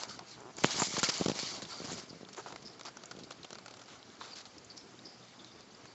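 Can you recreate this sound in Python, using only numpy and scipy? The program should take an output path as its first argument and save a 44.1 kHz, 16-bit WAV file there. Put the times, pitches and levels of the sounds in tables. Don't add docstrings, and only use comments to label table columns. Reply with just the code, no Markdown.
import sys
import numpy as np
from scipy import signal
from scipy.fft import rfft, irfft, next_fast_len
from scipy.io import wavfile
from scipy.ndimage import uniform_filter1d, map_coordinates

SR = 44100
rng = np.random.default_rng(int(sys.argv[2]) if len(sys.argv) > 2 else 0)


def level_to_linear(level):
    exponent = np.asarray(level, float) / 20
    return 10 ** exponent


def waveform_to_disk(signal):
    frames = np.transpose(np.atleast_2d(signal))
    scaled = np.clip(frames, -1, 1) * 32767
    samples = np.round(scaled).astype(np.int16)
    wavfile.write(sys.argv[1], SR, samples)


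N = 261933


def unit(x):
    return x / np.sqrt(np.mean(x ** 2, axis=-1, keepdims=True) + 1e-20)


def along(points, hz):
    f, db = np.transpose(points)
    return level_to_linear(np.interp(np.log(hz + 1), np.log(f + 1), db, left=-120, right=-120))


def curves(rows):
    s, *cols = np.transpose(rows)
    return [np.interp(np.arange(N) / SR, s, c) for c in cols]


def wobble(rate):
    knots = rng.standard_normal(int(N * rate / SR) + 4)
    return map_coordinates(knots, [np.arange(N) * rate / SR])


def filtered(x, response):
    m = next_fast_len(x.shape[-1] + 4096)
    spectrum = rfft(x, m) * response(np.fft.rfftfreq(m, 1 / SR))
    return irfft(spectrum, m)[..., :x.shape[-1]]


def mode(f, hz, width_hz):
    return 1j * f * width_hz / (hz * hz - f * f + 1j * f * width_hz)


def rush(spectrum, patchy_db):
    z = signal.stft(rng.standard_normal(N + 512), nperseg=256)[2]
    field = uniform_filter1d(rng.standard_normal(z.shape), size=5, axis=0)
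    field = uniform_filter1d(field, size=9, axis=1)
    x = signal.istft(z * level_to_linear(patchy_db * field / field.std()), nperseg=256)[1][:N]
    return unit(filtered(x, lambda hz: along(spectrum, hz)))


def add(track, s, sound):
    part = track[max(round(s * SR), 0):][:len(sound)]
    part += sound[:len(part)]


# (frequency [Hz], level [dB])
HUSH_SPECTRUM = [(24, -63.5), (40, -12.5), (91, -19), (108, -7.5), (201, 0), (262, -0.5), (390, -15.5),
                 (426, -0.5), (988, -7), (2390, -9), (3050, -10.5), (5190, -20), (7900, -31), (10300, -62),
                 (17400, -120)]
# (frequency [Hz], rms level [dB])
FRIDGE_HUM = [(120, -71)]


def room():
    t = np.arange(N) / SR
    hum = np.zeros(N)
    for hz, db in FRIDGE_HUM:
        hum += np.sqrt(2) * level_to_linear(db + 1.0 * wobble(3.0)) * np.sin(2 * np.pi * hz * t)
    return level_to_linear(-59.5) * rush(HUSH_SPECTRUM, patchy_db=2.0) + hum


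def efforts(rows, rise, calm_db):
    t, (s, held_ms, db, fade) = np.arange(N) / SR, np.transpose(rows)[..., None]
    rising = rise * np.maximum(s - t, 0)
    fading = fade * np.maximum(t - s - held_ms / 1000, 0)
    return np.maximum((db - rising - fading).max(axis=0), calm_db)


# (full speed at [s], held [ms], hiss level [dB], fade [dB/s])
STROKES = [(0, 31, -43, 303), (.1, 18, -45, 139), (.285, 43, -50, 203), (.585, 50, -47, 98),
           (.655, 45, -38.5, 49), (.705, 12, -33, 152), (.765, 100, -34, 400), (.875, 60, -39, 32),
           (.94, 58, -37, 901), (1, 30, -41, 50), (1.055, 30, -37, 150), (1.105, 105, -37.5, 78),
           (1.355, 150, -40, 98), (1.47, 85, -43.5, 121), (1.63, 60, -51, 32), (1.705, 21, -44.5, 198),
           (1.74, 100, -49, 30), (1.845, 151, -46, 121), (2.08, 3, -55.5, 19)]
# (full weight at [s], held [ms], rumble level [dB])
LEANS = [(0, 2.8, -52), (.1, 130, -53.5), (.27, 250, -55.5), (.6, 900, -54), (.67, 2.8, -47),
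         (0.802, 3.3, -46), (1, 2.7, -49.5), (1.12, 61, -47.5), (1.19, 3.5, -45.5), (1.27, 3, -61.5),
         (1.37, 440, -54.5), (1.57, 14, -49.5), (1.88, 40, -50.5), (1.98, 3, -48.5), (2.2, 1200, -56.5),
         (4.05, 460, -58), (5.3, 320, -57.5)]
# (frequency [Hz], level [dB])
RUMBLE_SPECTRUM = [(24, -74), (40, -11), (174, -2), (308, -1), (371, 0.5), (546, -10), (650, -9.5),
                   (840, -12.5), (1430, -120)]
DRAG_SPECTRUM = [(450, -17), (650, -3.5), (1300, -3), (1700, -9), (2400, -35)]
HISS_SPECTRUM = [(1060, -36.5), (1800, -12), (2280, -5.5), (2560, -13.5), (2920, -8), (3360, -9),
                 (4640, -2.5), (5380, -5.5), (6730, -7), (7380, -9.5), (7900, -5.5), (10300, -47),
                 (17400, -120)]


def rubbing():
    hiss_db = efforts(STROKES, rise=450, calm_db=-59)
    lean_fade = 120
    rumble_db = efforts([(*row, lean_fade) for row in LEANS], rise=85, calm_db=-59)
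    speed_share = 0.47
    drag_db = -1.5 + speed_share * hiss_db + (1 - speed_share) * rumble_db
    busy = np.clip((hiss_db + 66) / 18, .25, 1)
    pressure = busy * wobble(20)
    rumble_gain = level_to_linear(rumble_db - 0.5 + 1.4 * pressure + 2.6 * busy * wobble(60))
    drag_gain = level_to_linear(drag_db - 2.5 + 1.6 * pressure + 2.1 * busy * wobble(80))
    hiss_gain = level_to_linear(hiss_db - 0.7 + .9 * pressure + 1.4 * busy * wobble(220))
    rumble = rumble_gain * rush(RUMBLE_SPECTRUM, patchy_db=2.5)
    drag = drag_gain * rush(DRAG_SPECTRUM, patchy_db=2.0)
    hiss = hiss_gain * rush(HISS_SPECTRUM, patchy_db=2.0)
    snags = (rng.random(N) < 400 / SR) * rng.standard_normal(N) * rng.random(N)
    crackle = level_to_linear(hiss_db - 6.5) * busy * unit(filtered(snags, lambda f: mode(f, 5200, 3800)))
    return rumble + drag + hiss + crackle


# (time [s], slip rate [1/s], level [dB])
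CREAK = [
    (.35, 100, -70),
    (.375, 106, -44.5),
    (.424, 146, -41),
    (.43, 98, -40.5),
    (.452, 100, -40.5),
    (.462, 124, -41),
    (.488, 128, -40.5),
    (.508, 156, -43),
    (.525, 150, -70),
]


def creak():
    rate, db = curves(CREAK)
    loaded = np.arange(N) > .3695 * SR
    slips = np.diff(np.floor(np.cumsum(rate * loaded) / SR), prepend=0)
    slips = slips * level_to_linear(db + 31.5 + 1.4 * rng.standard_normal(N)) * (db > -69)

    def plastic(f):
        soft = 1 / (1 + (f / 1350) ** 4)
        return soft * (1.25 * mode(f, 375, 110) + .95 * mode(f, 900, 800))
    return filtered(slips, plastic)


# (time [s],
# peak level [dB])
PUSHES = [(0.5851, -42), (0.6567, -31.5), (0.7449, -38), (0.7867, -31), (0.885, -38), (0.909, -38.5),
          (1.201, -32), (1.2124, -18), (1.223, -32), (1.2612, -18), (1.284, -22), (1.2983, -21.5),
          (1.3175, -26.5), (1.6274, -35.5), (1.6621, -43),
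          (1.804, -33), (1.844, -36.5), (1.8524, -36), (1.877, -43.5), (1.919, -33), (1.9307, -34.5),
            (2.0382, -43), (2.1089, -40), (2.1308, -38), (2.1495, -43), (2.161, -41), (2.172, -47),
            (2.2112, -41.5), (2.232, -36), (2.6246, -44.5), (3.037, -43), (3.11, -45.5), (3.1516, -41.5),
            (3.1722, -39), (3.188, -40), (3.2118, -41.5), (3.2276, -41), (3.2423, -41.5), (3.447, -45),
            (3.528, -42)]
# (time [s], peak level [dB])
RELEASES = [(0.622, -38.5), (0.802, -37), (0.8216, -21.5), (0.8717, -37), (0.9403, -32), (0.981, -25),
            (1.0326, -22), (1.0892, -27.5), (1.36, -36.5), (1.4, -41), (1.4326, -31.5), (1.4531, -45),
            (1.819, -34.5), (1.86, -43), (1.9438, -38)]


def thumps():
    out = np.zeros(N)
    jolts = [(*row, -1) for row in PUSHES] + [(*row, 1) for row in RELEASES]
    for s, db, direction in jolts:
        pace = 1 + np.clip((-db - 22) / 90, 0, .22) * rng.uniform(-1, 1)
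        ms = pace * np.arange(-200, 900) * 1000 / SR
        after = np.maximum(ms - .4, 0)
        swing = np.sin(2 * np.pi * .155 * after) * np.exp(-after / 3.8)
        load_up = np.exp(-((ms + 1.1) / .55) ** 2)
        push = np.exp(-(ms / .46) ** 2) - .5 * load_up - .68 * swing
        add(out, s - 200 / SR, direction * level_to_linear(db + 2.5) * push)


    return out


# (time [s], peak level [dB], push [ms])
KNOCKS = [
    (.638, -16, .04),
    (.6447, -2.4, .085),
    (.8206, -17, .04),
    (1.0315, -17, .07),
    (1.2122, -24, .04),
    (1.6207, -30, .04),
    (.9669, -23, .04),
    (2.5597, -35, .05),
]


def knocks():
    out, ms = np.zeros(N), np.arange(-200, 900) * 1000 / SR
    recoil, sway = np.clip(ms - .25, 0, 1.9), np.maximum(ms - 1.9, 0)
    case = .09 * np.sin(2 * np.pi * .135 * sway) * np.exp(-sway / 7)
    case -= .3 * np.sin(np.pi * recoil / 1.9) ** .6
    for s, db, push_ms in KNOCKS:
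        t = np.maximum(ms, 0) / push_ms
        snap = np.e * t * np.exp(-t) - .25 * np.exp(-((ms + push_ms) / .06) ** 2)
        moved = np.clip((push_ms - .04) / .045, 0, 1.5)
        add(out, s + ms[0] / 1000, level_to_linear(db) * (snap + moved * case))
    return out


def resonant_puffs(rows, rise_ms, fade, side_db, strike_db):
    out, ms = np.zeros(N), np.arange(SR // 4) * 1000 / SR
    for s, db, length_ms, hz, width_hz in rows:
        def cavity(f):
            main = mode(f, hz, width_hz) * mode(f, hz, 1.5 * width_hz)
            below = mode(f, 0.516 * hz, 0.29 * width_hz) ** 2
            above = mode(f, 1.48 * hz, 0.35 * width_hz) ** 2
            return main + level_to_linear(side_db) * (below + above)
        envelope = (1 - np.exp(-ms / rise_ms)) * np.exp(-(ms / length_ms) ** fade)
        force = rng.standard_normal(len(ms)) * envelope
        force *= level_to_linear(3.2 * unit(uniform_filter1d(rng.standard_normal(len(ms)), size=130)))
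        force[0] -= level_to_linear(strike_db)
        sound = filtered(force, cavity)
        size = level_to_linear(db + 1.0) * np.sqrt(length_ms * SR / 1000)
        add(out, s, size * sound / np.linalg.norm(sound))
    return out


# (time [s], level [dB], length [ms], hollow mode [Hz], width [Hz])
TUB_BRUSHES = [(0, -50, 64, 844, 600), (1.53, -54, 110, 666, 347), (.803, -36, 8.2, 790, 400),
               (.8235, -31, 7.3, 750, 400), (1.2135, -37, 10, 700, 350), (1.262, -36, 6, 700, 350),
               (1.285, -38, 6, 700, 350), (1.299, -38, 6, 700, 350), (.1, -54, 60, 1350, 400),
               (.19, -52, 30, 850, 400), (2.374, -44, 9.2, 770, 495), (2.388, -46.5, 20, 830, 593),
               (2.378, -47, 28, 394, 200), (2.377, -51, 30, 1300, 350), (2.466, -54, 18, 1300, 350),
               (2.853, -52, 30, 1300, 400), (2.465, -48.5, 14, 446, 250), (2.48, -54, 17, 790, 500),
               (2.512, -55.5, 37, 900, 500), (2.85, -50, 39, 750, 700), (4.24, -57, 41, 1280, 300)]
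# (time [s], level [dB], length [ms], hollow mode [Hz], width [Hz])
BUMPS = [
    (.8003, -29, 2.5, 1160, 700),
    (.8203, -24, 2.5, 800, 600),
    (.967, -34, 7.7, 1050, 500),
    (2.4615, -41.5, 8, 850, 600),
    (2.5385, -52, 4, 900, 500),
    (2.884, -47, 3, 900, 600),
    (2.505, -47.5, 6, 890, 500),
    (4.212, -41.5, 10.6, 1050, 446),
]


def tub():
    brushes = resonant_puffs(TUB_BRUSHES, rise_ms=1.7, fade=2.6, side_db=-9.0, strike_db=16)
    return brushes + resonant_puffs(BUMPS, rise_ms=1.0, fade=0.9, side_db=-11.0, strike_db=26.5)


# (time [s], level [dB], length [ms], whistle [Hz])
SNIFFS = [(0.791, -33.5, 62, 7100), (.83, -46, 38, 5030), (2.09, -49.5, 18, 4800), (2.649, -47, 25, 5020),
          (2.69, -65, 90, 5000), (4.209, -55.5, 74, 3770), (4.697, -49, 22, 4650), (4.765, -51.5, 33, 5220),
          (5.048, -48.5, 29, 5000), (5.08, -60.5, 84, 5030), (5.22, -61, 24, 3600), (5.39, -58, 25, 3500),
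          (5.51, -60.5, 30, 4970), (5.745, -51, 4.2, 4900)]


def sniffs():
    puffs = [(*row, 0.13 * row[-1]) for row in SNIFFS]
    return resonant_puffs(puffs, rise_ms=3.2, fade=1.13, side_db=-25.0, strike_db=1.0)


# (time [s], level [dB], held [ms], first pitch [Hz], last pitch [Hz])
WHISTLES = [(0, -48.5, 30, 4340, 4200), (.085, -56, 67, 4380, 4500), (0.279, -57.5, 71.5, 4420, 4110),
            (1.46, -49, 125, 4750, 4510), (1.7, -48, 51, 4380, 4720), (1.752, -51.5, 55, 4750, 4540),
            (1.7, -52.5, 48, 1410, 1344), (1.76, -58.5, 44, 1377, 1385), (4.308, -48.5, 35, 4910, 4500),
            (5.387, -58, 31, 3520, 3600), (5.46, -64, 60, 3700, 3600), (5.55, -67, 80, 3600, 3500),
            (5.27, -68, 90, 3600, 3550), (5.87, -63, 70, 4400, 4600), (.88, -53.5, 59, 2200, 2250),
            (1.04, -45, 29, 2284, 2185)]


def whistles():
    out, ms = np.zeros(N), np.arange(SR // 5) * 1000 / SR
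    spread, edge_ms = 0.075, 4.6
    for s, db, held_ms, first_hz, last_hz in WHISTLES:
        hz = first_hz + (last_hz - first_hz) * np.minimum(ms / held_ms, 1)
        noise = rng.standard_normal((2, len(ms)))
        slow = filtered(noise, lambda f: 1 / (1 + (2 * f / (spread * first_hz)) ** 2))
        turn = 2 * np.pi * np.cumsum(hz) / SR
        edges = np.minimum(ms / edge_ms, 1) * np.exp(-np.maximum(ms - held_ms, 0) / edge_ms)
        edges *= level_to_linear(2.5 * unit(uniform_filter1d(rng.standard_normal(len(ms)), size=200)))
        carried = slow[0] * np.cos(turn) + slow[1] * np.sin(turn)
        add(out, s, level_to_linear(db) * edges * unit(carried))
    return out


def contacts(rows, rise_ms, sag_db, fall_db_ms, ring_db, grit_db, strike_db):
    out, ms = np.zeros(N), np.arange(SR // 7) * 1000 / SR
    for s, db, touch_ms, knock_db, ring_hz in rows:
        noise = rng.standard_normal((3, len(ms)))
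        sag = sag_db * np.minimum(ms / touch_ms, 1)
        fall = fall_db_ms * np.maximum(ms - touch_ms, 0)
        touch = (1 - np.exp(-ms / rise_ms)) * level_to_linear(-sag - fall)
        touch *= level_to_linear(grit_db * unit(uniform_filter1d(noise[2], size=40)))
        force = (noise[:2] * touch)[:, :round((touch_ms + 30) * SR / 1000)]
        force[:, 8] += level_to_linear(strike_db) * np.sign(noise[0, 0])
        ring = level_to_linear(ring_db - 0.75 * knock_db)
        glaze = filtered(force[0], lambda f: mode(f, 3000, 6000) + ring * mode(f, ring_hz, 0.18 * ring_hz))
        shell = filtered(force[1], lambda f: mode(f, 567, 450) - mode(f, 1426, 250))
        glaze = glaze / np.linalg.norm(glaze)
        shell = level_to_linear(knock_db - 4.5) * shell / np.linalg.norm(shell)
        size = level_to_linear(db) * np.sqrt(touch_ms * SR / 1000)
        add(out, s, size * (glaze + shell))
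    return out


# (time [s], level [dB], stroke [ms], shell knock re level [dB], ring [Hz])
SCUFFS = [(.983, -29, 15.8, -8, 6860), (1.034, -24.5, 15, -12, 4650), (1.09, -25.5, 11.2, -10.5, 4900),
          (1.132, -37.5, 27, -16, 4600), (2.327, -47, 11, -7, 5430), (2.362, -47.5, 51, -6, 6600),
          (3.875, -54, 91, -1, 3450), (4.202, -48.5, 24, -10, 4000), (4.352, -46.5, 65, -12, 4500),
          (4.381, -51, 8, -13, 4900), (3.318, -45, 5, -5, 4000), (2.621, -50, 9, -8, 4700),
          (2.415, -58, 45, -12, 4500)]


def scuffs():
    return contacts(SCUFFS, rise_ms=3.9, sag_db=5.0, fall_db_ms=2.5, ring_db=-4.0, grit_db=2.5, strike_db=-6)


# (time [s], level [dB], stroke [ms], shell knock re level [dB], ring [Hz])
SCRAPES = [(0.639, -32, 13.5, -12, 2960), (0.652, -33, 13, -17, 6750), (1.0306, -20.5, 4, -5, 6900),
           (1.049, -34, 19, -16, 4600), (1.0879, -23.5, 4, -9.5, 4700), (1.392, -37, 47.5, -16, 4600),
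           (1.623, -41.5, 13, -20, 4200), (1.8432, -44, 21, -12, 4950), (1.915, -39.5, 27, -14.5, 7040),
           (1.972, -47, 35, -14, 4500), (2.461, -51.5, 54, -1, 4700), (2.8499, -44, 38, -8, 4550),
           (3.1892, -49.5, 18, -3, 4200), (3.3049, -43.5, 14, 0.5, 4200), (4.23, -51, 110, -2, 4560),
           (4.455, -50.5, 15, -3, 4150)]


def scrapes():
    return contacts(SCRAPES, rise_ms=0.55, sag_db=5.5, fall_db_ms=1.5, ring_db=-3.5, grit_db=2.5, strike_db=1.0)


# (time [s], level [dB], contact [ms], ring [Hz])
TAPS = [(.0349, -24, 0.6, 4450), (.1913, -38.5, 3.4, 4700), (.5837, -38, 8.1, 6700),
        (.6377, -26, 5.4, 6100), (.9402, -44, 20, 4760), (.9677, -33.5, 10, 4070), (1.2601, -28, 2.5, 4320),
        (1.2845, -23.5, 1.3, 5430), (1.2969, -36.5, 12.7, 3900), (1.3167, -31, 1.3, 3100),
        (1.3905, -26.5, 1.1, 4200), (1.4547, -48, 2.3, 4200), (1.6207, -35.5, 4.5, 7240)]
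# (time [s], level [dB], contact [ms], ring [Hz])
STEPS = [(2.2875, -49, 9.9, 4370), (2.3471, -44, 2.5, 4310), (2.5236, -43.5, 5.4, 2250),
         (2.5597, -41, 4.5, 2280), (2.7948, -47, 6.1, 4150), (2.8112, -37.5, 1.6, 3740),
         (2.8814, -55.5, 5, 2480), (2.9701, -41.5, 3.8, 5900), (3.0361, -43.5, 5.2, 4330),
         (3.1117, -41.5, 9.2, 4650), (3.4454, -43, 7.6, 3160), (3.5056, -43.5, 5.6, 5350),
         (3.5293, -39, 2.8, 5560), (3.5537, -43.5, 4.4, 4700), (3.5845, -47.5, 10, 4260),
         (3.6605, -42.5, 3.9, 4600), (3.6802, -46.5, 7.3, 4000), (3.7095, -47, 5.7, 4670),
         (3.739, -48.5, 7.4, 4000), (3.7696, -48.5, 4.4, 5800), (3.793, -51, 9.4, 3240),
         (3.8149, -50.5, 12, 5550), (4.2399, -48, 2.7, 3600), (5.8554, -49.5, 5.2, 2200)]
# (time [s], level [dB], contact [ms], ring [Hz])
GRAZES = [(.568, -36.5, 1.3, 6800), (1.0142, -37, 1.4, 6770), (1.2468, -31, 1.1, 5600),
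          (.0545, -46, 1.5, 6500), (.085, -49, 2, 5600), (.404, -51.5, 5, 6900), (.7085, -42, 3, 4800),
          (1.18, -31, 2.5, 7140), (1.355, -48, 2.8, 4600), (1.689, -57, 3, 7300), (1.778, -53, 2.5, 7400),
          (2.485, -47, 3, 6200), (2.579, -57, 3, 4000), (2.607, -56, 3, 4500), (2.733, -54, 5, 4240),
          (2.833, -49, 4, 4800), (3.8373, -55, 5, 5640), (3.858, -55, 6, 5000), (4.0937, -58, 4, 5540),
          (4.101, -52, 3, 3700), (4.1531, -54, 3, 4900), (4.169, -55, 3, 4200), (1.651, -40, 2.9, 3700),
          (2.2493, -48, 3.3, 3700), (2.6808, -48, 2.5, 4170), (3.0566, -45, 7.8, 6700),
          (3.1652, -47.5, 2.1, 3700), (3.2349, -48.5, 15, 4360), (3.4314, -45, 7, 4300),
          (3.5483, -49, 3.3, 5000), (4.0283, -45, 1.7, 3820), (4.4546, -40.5, 1.3, 4300),
          (4.5811, -45, 3.9, 5200), (4.6449, -52, 13, 7100), (4.7761, -42, 4.3, 5230),
          (4.8117, -50, 2, 3620), (4.99, -46.5, 2.6, 3900), (5.283, -52, 2.7, 4700),
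          (5.4458, -44.5, 2.8, 4000), (5.6074, -44, .9, 4900)]


def ticks():
    touches = []
    for rows, knock_db in [(TAPS, -2), (STEPS, 2), (GRAZES, -29)]:
        touches += [(s, db, ms, knock_db, hz) for s, db, ms, hz in rows]
    return contacts(touches, rise_ms=0.095, sag_db=12.5, fall_db_ms=3.5, ring_db=4.5, grit_db=3.0, strike_db=10.0)


def scene():
    background = room() + rubbing()
    camera = creak() + thumps() + knocks() + tub()
    noses = sniffs() + whistles()
    claws = scuffs() + scrapes() + ticks()
    return (background + camera + noses + claws)[None]


def low_pass(x):
    return signal.sosfilt(signal.butter(12, 8690, fs=SR, output="sos"), x)


# (frequency [Hz], gain [dB])
EDGE = [(30, -17.5), (60, -6), (110, -2), (7400, -2.5), (7750, -13), (7880, -18), (7995, -38)]
# (frequency [Hz], gain [dB])
MIRROR = [(8005, -50), (8110, -31), (8260, -27), (8500, -40), (8690, -58.5)]


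def record(dry):
    capture_hz = 16000
    heard = filtered(dry, lambda hz: along(EDGE, hz))
    flipped = 2 * dry * np.cos(2 * np.pi * capture_hz * np.arange(N) / SR)
    image = filtered(flipped, lambda hz: along(MIRROR, hz))
    return low_pass(heard + image)


dry = scene()
out = record(dry)
waveform_to_disk(out)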